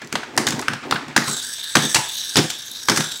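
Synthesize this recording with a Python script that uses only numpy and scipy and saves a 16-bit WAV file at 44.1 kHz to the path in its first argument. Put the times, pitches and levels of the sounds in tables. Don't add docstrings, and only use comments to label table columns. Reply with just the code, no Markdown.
import sys
import numpy as np
from scipy import signal
from scipy.fft import rfft, irfft, next_fast_len
from scipy.io import wavfile
from scipy.ndimage import uniform_filter1d, map_coordinates

SR = 44100
rng = np.random.default_rng(int(sys.argv[2]) if len(sys.argv) > 2 else 0)


def persist_wave(psi):
    counts = np.round(np.clip(psi, -1, 1) * 32767).astype(np.int16)
    wavfile.write(sys.argv[1], SR, np.atleast_2d(counts).T)


N = 141120


def amp(db):
    return 10 ** (np.asarray(db) / 20)


def unit(x):
    return x / np.sqrt(np.mean(x ** 2) + 1e-20)


def along(points, hz):
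    pitches, values = np.transpose(points)
    return np.interp(np.log(hz + 1), np.log(pitches + 1), values)


def curves(rows):
    times, *columns = np.transpose(rows)
    t = np.arange(N) / SR
    return [np.interp(t, times, c, left=-120 if times[0] > .1 else c[0]) for c in columns]


def wobble(rate):
    return map_coordinates(rng.standard_normal(int(N * rate / SR) + 4), [np.arange(N) * rate / SR])


def filtered(x, response):
    n = x.shape[-1]
    size = next_fast_len(n + 8192)
    return irfft(rfft(x, size) * response(np.fft.rfftfreq(size, 1 / SR)), size)[..., :n]


def coloured(x, colour):
    return unit(filtered(x, lambda f: amp(along(colour, f))))


def resonances(peaks, f):
    return sum((-1) ** k * amp(db) * 1j * f * width / (hz * hz - f * f + 1j * f * width)
               for k, (hz, width, db) in enumerate(peaks))


def band(x, hz, sharpness):
    return unit(filtered(x, lambda f: resonances([(hz, hz / sharpness, 0)], f) ** 2))


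def wavering(x, hz, width_hz):
    turn = np.exp(2j * np.pi * np.cumsum(hz * (1 + .015 * wobble(7.22))) / SR)
    down = x / turn
    real, imag = filtered(np.array([down.real, down.imag]), lambda f: 1 / (1 + 1j * f / width_hz) ** 2)
    return unit(((real + 1j * imag) * turn).real * amp(2.2 * wobble(12)))


def grit(jolts_per_s=1200, spread_db=4.5):
    happens = rng.random(N) < jolts_per_s / SR
    size = amp(spread_db * np.clip(rng.standard_normal(N), -2, 2))
    jolts = happens * size * np.sign(rng.standard_normal(N))
    return unit(jolts) + amp(-1) * rng.standard_normal(N)


# frequency in Hz, level in dB.
AIR_COLOUR = [(20, -26), (70, 0.5), (1000, -15.5), (16000, -33.5)]
def air():
    return amp(-54) * coloured(rng.standard_normal(N), AIR_COLOUR)


# frequency in Hz, fade time (to fall by 60 dB) in seconds.
ECHO_FADES = [(300, 0.42), (1500, 0.43), (5000, 0.46), (14000, 0.26)]
def room_echo(x):
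    hz, t, spectrum = signal.stft(x, SR, nperseg=256)
    energy = uniform_filter1d(np.abs(spectrum) ** 2, size=3, axis=0)
    kept_per_step = amp(-60 * t[1] / along(ECHO_FADES, hz)) ** 2
    stored = np.array([signal.lfilter([0, 0, 1 - k], [1, -k], e) for k, e in zip(kept_per_step, energy)])
    noise = signal.stft(rng.standard_normal(N), SR, nperseg=256)[2]
    noise /= np.sqrt(np.mean(np.abs(noise) ** 2))
    return signal.istft(noise * np.sqrt(np.abs(stored)), SR, nperseg=256)[1][:N]


# pitch in Hz, level in dB, fade time in seconds.
WOOD_NOTES = [(119.6, -2.5, 0.2), (148.3, -0.5, 0.23), (177.7, -4, 0.19), (225.8, -0.5, 0.21),
              (277.5, 5, 0.1), (321.3, -2.5, 0.24), (346.6, -1.5, 0.19), (417, -1, 0.2), (517.4, -6, 0.29),
              (731, -8, 0.33), (876, -8, 0.35)]
# time in seconds, rumble level in dB, scuffle level in dB.
SHIFTS = [(0, -51, -44.5), (.35, -38.5, -42.5), (.6, -33, -39.5), (.815, -51, -42.5), (.835, -29.5, -41),
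          (1.15, -47.5, -44), (1.35, -38.5, -50), (1.5, -59.5, -51), (2.0, -78, -43), (2.12, -61, -50.5),
          (3.2, -53, -49)]
# frequency in Hz, level in dB.
SCUFFLE_COLOUR = [(290, -52), (600, -34), (880, 9), (2260, 11), (2890, 5), (7980, -6.5), (16000, -63)]
def handling():
    rumble_db, scuffle_db = curves(SHIFTS)
    peaks = [(hz, 30 + 0.079 * hz, db) for hz, db, _ in WOOD_NOTES]
    rumble = filtered(rng.standard_normal(N), lambda f: resonances(peaks, f) * f**2 / (f**2 + 90**2))
    rumble = unit(rumble) * amp(rumble_db + 4 * wobble(25.16))
    scuffle = filtered(grit(), lambda f: amp(along(SCUFFLE_COLOUR, f)) * (f > 450))
    return rumble + unit(scuffle) * amp(scuffle_db + 2.5 * wobble(30.7))


# start in seconds, level in dB, pitch in Hz, width in Hz, fade time in seconds.
WALL_RING = (1.955, -25, 900, 70, .42)
def hollow_wall():
    start, db, hz, width_hz, fade_s = WALL_RING
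    t = np.arange(N) / SR - start
    return (t > 0) * amp(db - 60 * np.abs(t) / fade_s) * wavering(rng.standard_normal(N), hz, width_hz)


# start in seconds, level in dB, pitch in Hz.
CLICKS = [(.047, -33, 5800), (0.074, -29, 5500), (.366, -26, 6460), (.615, -22, 7400), (.943, -27.5, 9000),
          (1.643, -26.5, 9500), (2.09, -24.5, 12500), (2.143, -26, 12500), (2.17, -25, 11500),
          (2.248, -26, 11500), (2.588, -27, 11000), (2.663, -30, 11000), (2.715, -23.5, 10400),
          (3.174, -27, 11000)]
def axle_clicks(fade_s=.008):
    out, t = np.zeros(N + SR), np.arange(SR // 40) / SR
    for start, db, hz in CLICKS:
        click = band(rng.standard_normal(len(t)), hz, sharpness=1.5)
        out[round(start * SR):][:len(t)] += amp(db - 60 * t / fade_s) * click
    return out[:N]


# time in seconds, main whirr in dB, its pitch in Hz,
# middle hiss in dB, top hiss in dB, low whirr in dB, its pitch in Hz.
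SWIPES = [(1.17, -51, 3970, -46, -62, -65, 1200), (1.29, -32, 3960, -29.5, -27.5, -31.5, 1320),
          (1.4, -29, 3650, -33, -32.5, -38.5, 1600), (1.56, -33.5, 3660, -34.5, -40.5, -42, 1700),
          (1.68, -32, 3830, -38, -40.5, -44.5, 1670), (1.86, -27.5, 3600, -28, -31.5, -36, 1730),
          (2.03, -35, 3490, -37.5, -33.5, -44, 1740), (2.17, -28, 3850, -32, -41, -51, 1750),
          (2.33, -32.5, 3830, -33, -34, -41.5, 1620), (2.5, -32.5, 3400, -39.5, -38.5, -43, 1690),
          (2.65, -37.5, 3680, -40, -46, -50, 1640), (2.77, -34, 3860, -39, -45, -50.5, 1610),
          (2.87, -43, 3730, -36, -43, -49, 1580), (3.02, -27.5, 3580, -32.5, -30.5, -36, 1590),
          (3.2, -37, 3800, -42.5, -44, -52, 1590)]
# pitch in Hz, width in Hz, level in dB.
MIDDLE_PEAKS = [(3100, 300, -9), (4650, 350, -3), (5600, 300, 0), (6450, 300, -1)]
TOP_PEAKS = [(7780, 300, 0), (8950, 400, -4)]
# frequency in Hz, level in dB.
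RATTLE_COLOUR = [(8000, -32), (9800, 0), (16000, -5.5)]
def wheels():
    main_db, main_hz, middle_db, top_db, low_db, low_hz = curves(SWIPES)
    bumps = amp(0.87 * wobble(40) + 1.42 * wobble(130))
    shaking = grit() * bumps

    def hiss(peaks):
        return unit(sum((-1) ** k * amp(db) * wavering(shaking, hz, width)
                        for k, (hz, width, db) in enumerate(peaks)))

    main = wavering(grit() * bumps, main_hz * (1 + .008 * wobble(30)), width_hz=327)
    rattle = coloured(shaking * amp(1.2 * wobble(90)), RATTLE_COLOUR)
    low = wavering(shaking, low_hz, width_hz=140)
    middle = hiss(MIDDLE_PEAKS) + amp(-7.5) * rattle
    top = hiss(TOP_PEAKS)
    return amp(main_db) * main + amp(low_db) * low + amp(middle_db) * middle + amp(top_db) * top


# start in seconds, level in dB, centre pitch in Hz.
TABLE_THUMPS = [(.017, -32.5, 198), (0.126, -21.5, 228), (0.377, -20, 245), (.468, -19, 200),
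                (.515, -19.5, 162), (0.687, -20.5, 154), (0.72, -26.5, 108), (0.92, -19.5, 196),
                (1.065, -27.5, 149), (1.163, -13.5, 216), (1.275, -23, 155), (1.754, -9.5, 168),
                (1.83, -19.5, 209), (1.952, -21.5, 113), (2.356, -10.5, 226), (2.372, -8.5, 215),
                (2.885, -14, 216), (2.896, -18.5, 208), (2.975, -15.5, 170)]
def table_thumps(rise_s=0.0081, drop_db_per_octave=7):
    out, t = np.zeros(N + SR), np.arange(SR // 2) / SR
    for start, db, centre_hz in TABLE_THUMPS:
        chance = rng.standard_normal((2, len(WOOD_NOTES)))
        wood = np.zeros(len(t))
        for (hz, note_db, fade_s), extra_db, detune in zip(WOOD_NOTES, *chance):
            level_db = note_db + extra_db - drop_db_per_octave * abs(np.log2(hz / centre_hz))
            wood += amp(level_db - 60 * t / fade_s) * np.sin(2 * np.pi * hz * (1 + 0.0245 * detune) * t)
        out[round(start * SR):][:len(t)] += amp(db) * (1 - np.exp(-t / rise_s)) * wood
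    return out[:N] * amp(2 * wobble(70))


# frequency in Hz, level in dB.
CLACK_COLOUR = [(400, -17.5), (700, -8), (1600, -7), (5000, -17.5), (9000, -49), (16000, -79)]
CRACK_COLOUR = [(1500, -17), (3500, 0.5), (6000, 4), (9000, -4), (12000, -13.5), (16000, -18)]
# start in seconds, relative level in dB, ring pitch in Hz,
# crack level over the ring in dB, fade time in seconds.
CAR_KNOCKS = [(0.016, -20, 1640, -7, 0.044), (0.126, -6.5, 1430, 1, 0.017), (0.154, -1, 1380, -8.5, 0.026),
              (0.232, -18, 1580, -9.5, 0.04), (0.376, 3.5, 1760, 1, 0.027), (0.468, -4, 3780, 5, 0.018),
              (0.474, -5, 1830, -1, 0.032), (0.485, -11, 6940, 6, 0.031), (0.506, -20.5, 5700, 17, 0.016),
              (0.522, -14, 1250, -2, 0.048), (0.592, -12.5, 1070, 1, 0.034), (0.623, -16, 1340, -20, 0.056),
              (0.682, -2, 1520, -6, 0.022), (0.733, -10.5, 1670, -6, 0.032), (0.83, -25.5, 1265, -33, 0.17),
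              (0.91, -2.5, 3900, -1.5, 0.019), (0.923, -1, 1430, -25, 0.025),
              (0.956, -10, 1490, -20, 0.052), (1.082, -18, 830, -6, 0.022), (1.163, 2, 1610, -0.5, 0.04),
              (1.177, 1.5, 1640, -1, 0.013), (1.277, -13, 1070, -3, 0.065), (1.581, -33, 2200, 6, 0.1),
              (1.753, 4, 1597, 1, 0.034), (1.7683, 1.5, 3450, -4.5, 0.022), (1.945, -3, 7700, 8, 0.039),
              (1.956, -4.5, 2790, 0, 0.055), (1.964, -2, 935, -1, 0.034), (2.357, 0, 4800, -4, 0.021),
              (2.366, -3, 3460, 4, 0.088), (2.384, -4.5, 5350, -9, 0.061), (2.501, -15, 3000, 8.5, 0.035),
              (2.885, 1, 1550, -0.5, 0.027), (2.896, -3, 5480, 3.5, 0.039), (2.916, -7.5, 1570, -2, 0.047),
              (2.96, -14, 1630, 9, 0.049), (2.972, -5.5, 1620, 4, 0.047), (3.006, -7, 3400, 1, 0.022)]
def car_knocks():
    out, t = np.zeros(N + SR), np.arange(SR // 8) / SR
    for start, db, hz, crack_db, fade_s in CAR_KNOCKS:
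        noise = rng.standard_normal((3, len(t)))
        rise = 1 - np.exp(-t / (0.03 * fade_s))
        fall_db = -60 * t / fade_s
        rough_ring = band(noise[0], hz, sharpness=5)
        clean_ring = amp(-4.5 + 1.3 * fall_db) * np.sin(2 * np.pi * hz * t)
        clack = amp(1.5) * coloured(noise[1], CLACK_COLOUR)
        crack = amp(crack_db + fall_db / 0.93) * coloured(noise[2], CRACK_COLOUR)
        hit = (rough_ring + clean_ring + clack) * amp(fall_db) + crack
        out[round(start * SR):][:len(t)] += amp(db - 8.5) * rise * hit
    return out[:N]


def scene():
    hits = car_knocks() + axle_clicks()
    echo = amp(-6.5) * room_echo(hits)
    return (hits + echo + hollow_wall() + table_thumps() + wheels() + handling() + air())[None]


def record(dry, low_cut_hz=90, top_hz=15800):
    rounded = dry / (1 + np.abs(dry) ** 6) ** (1 / 6)
    return filtered(rounded, lambda hz: (hz < top_hz) * (1j * hz / (low_cut_hz + 1j * hz)))


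dry = scene()
out = record(dry)
persist_wave(out)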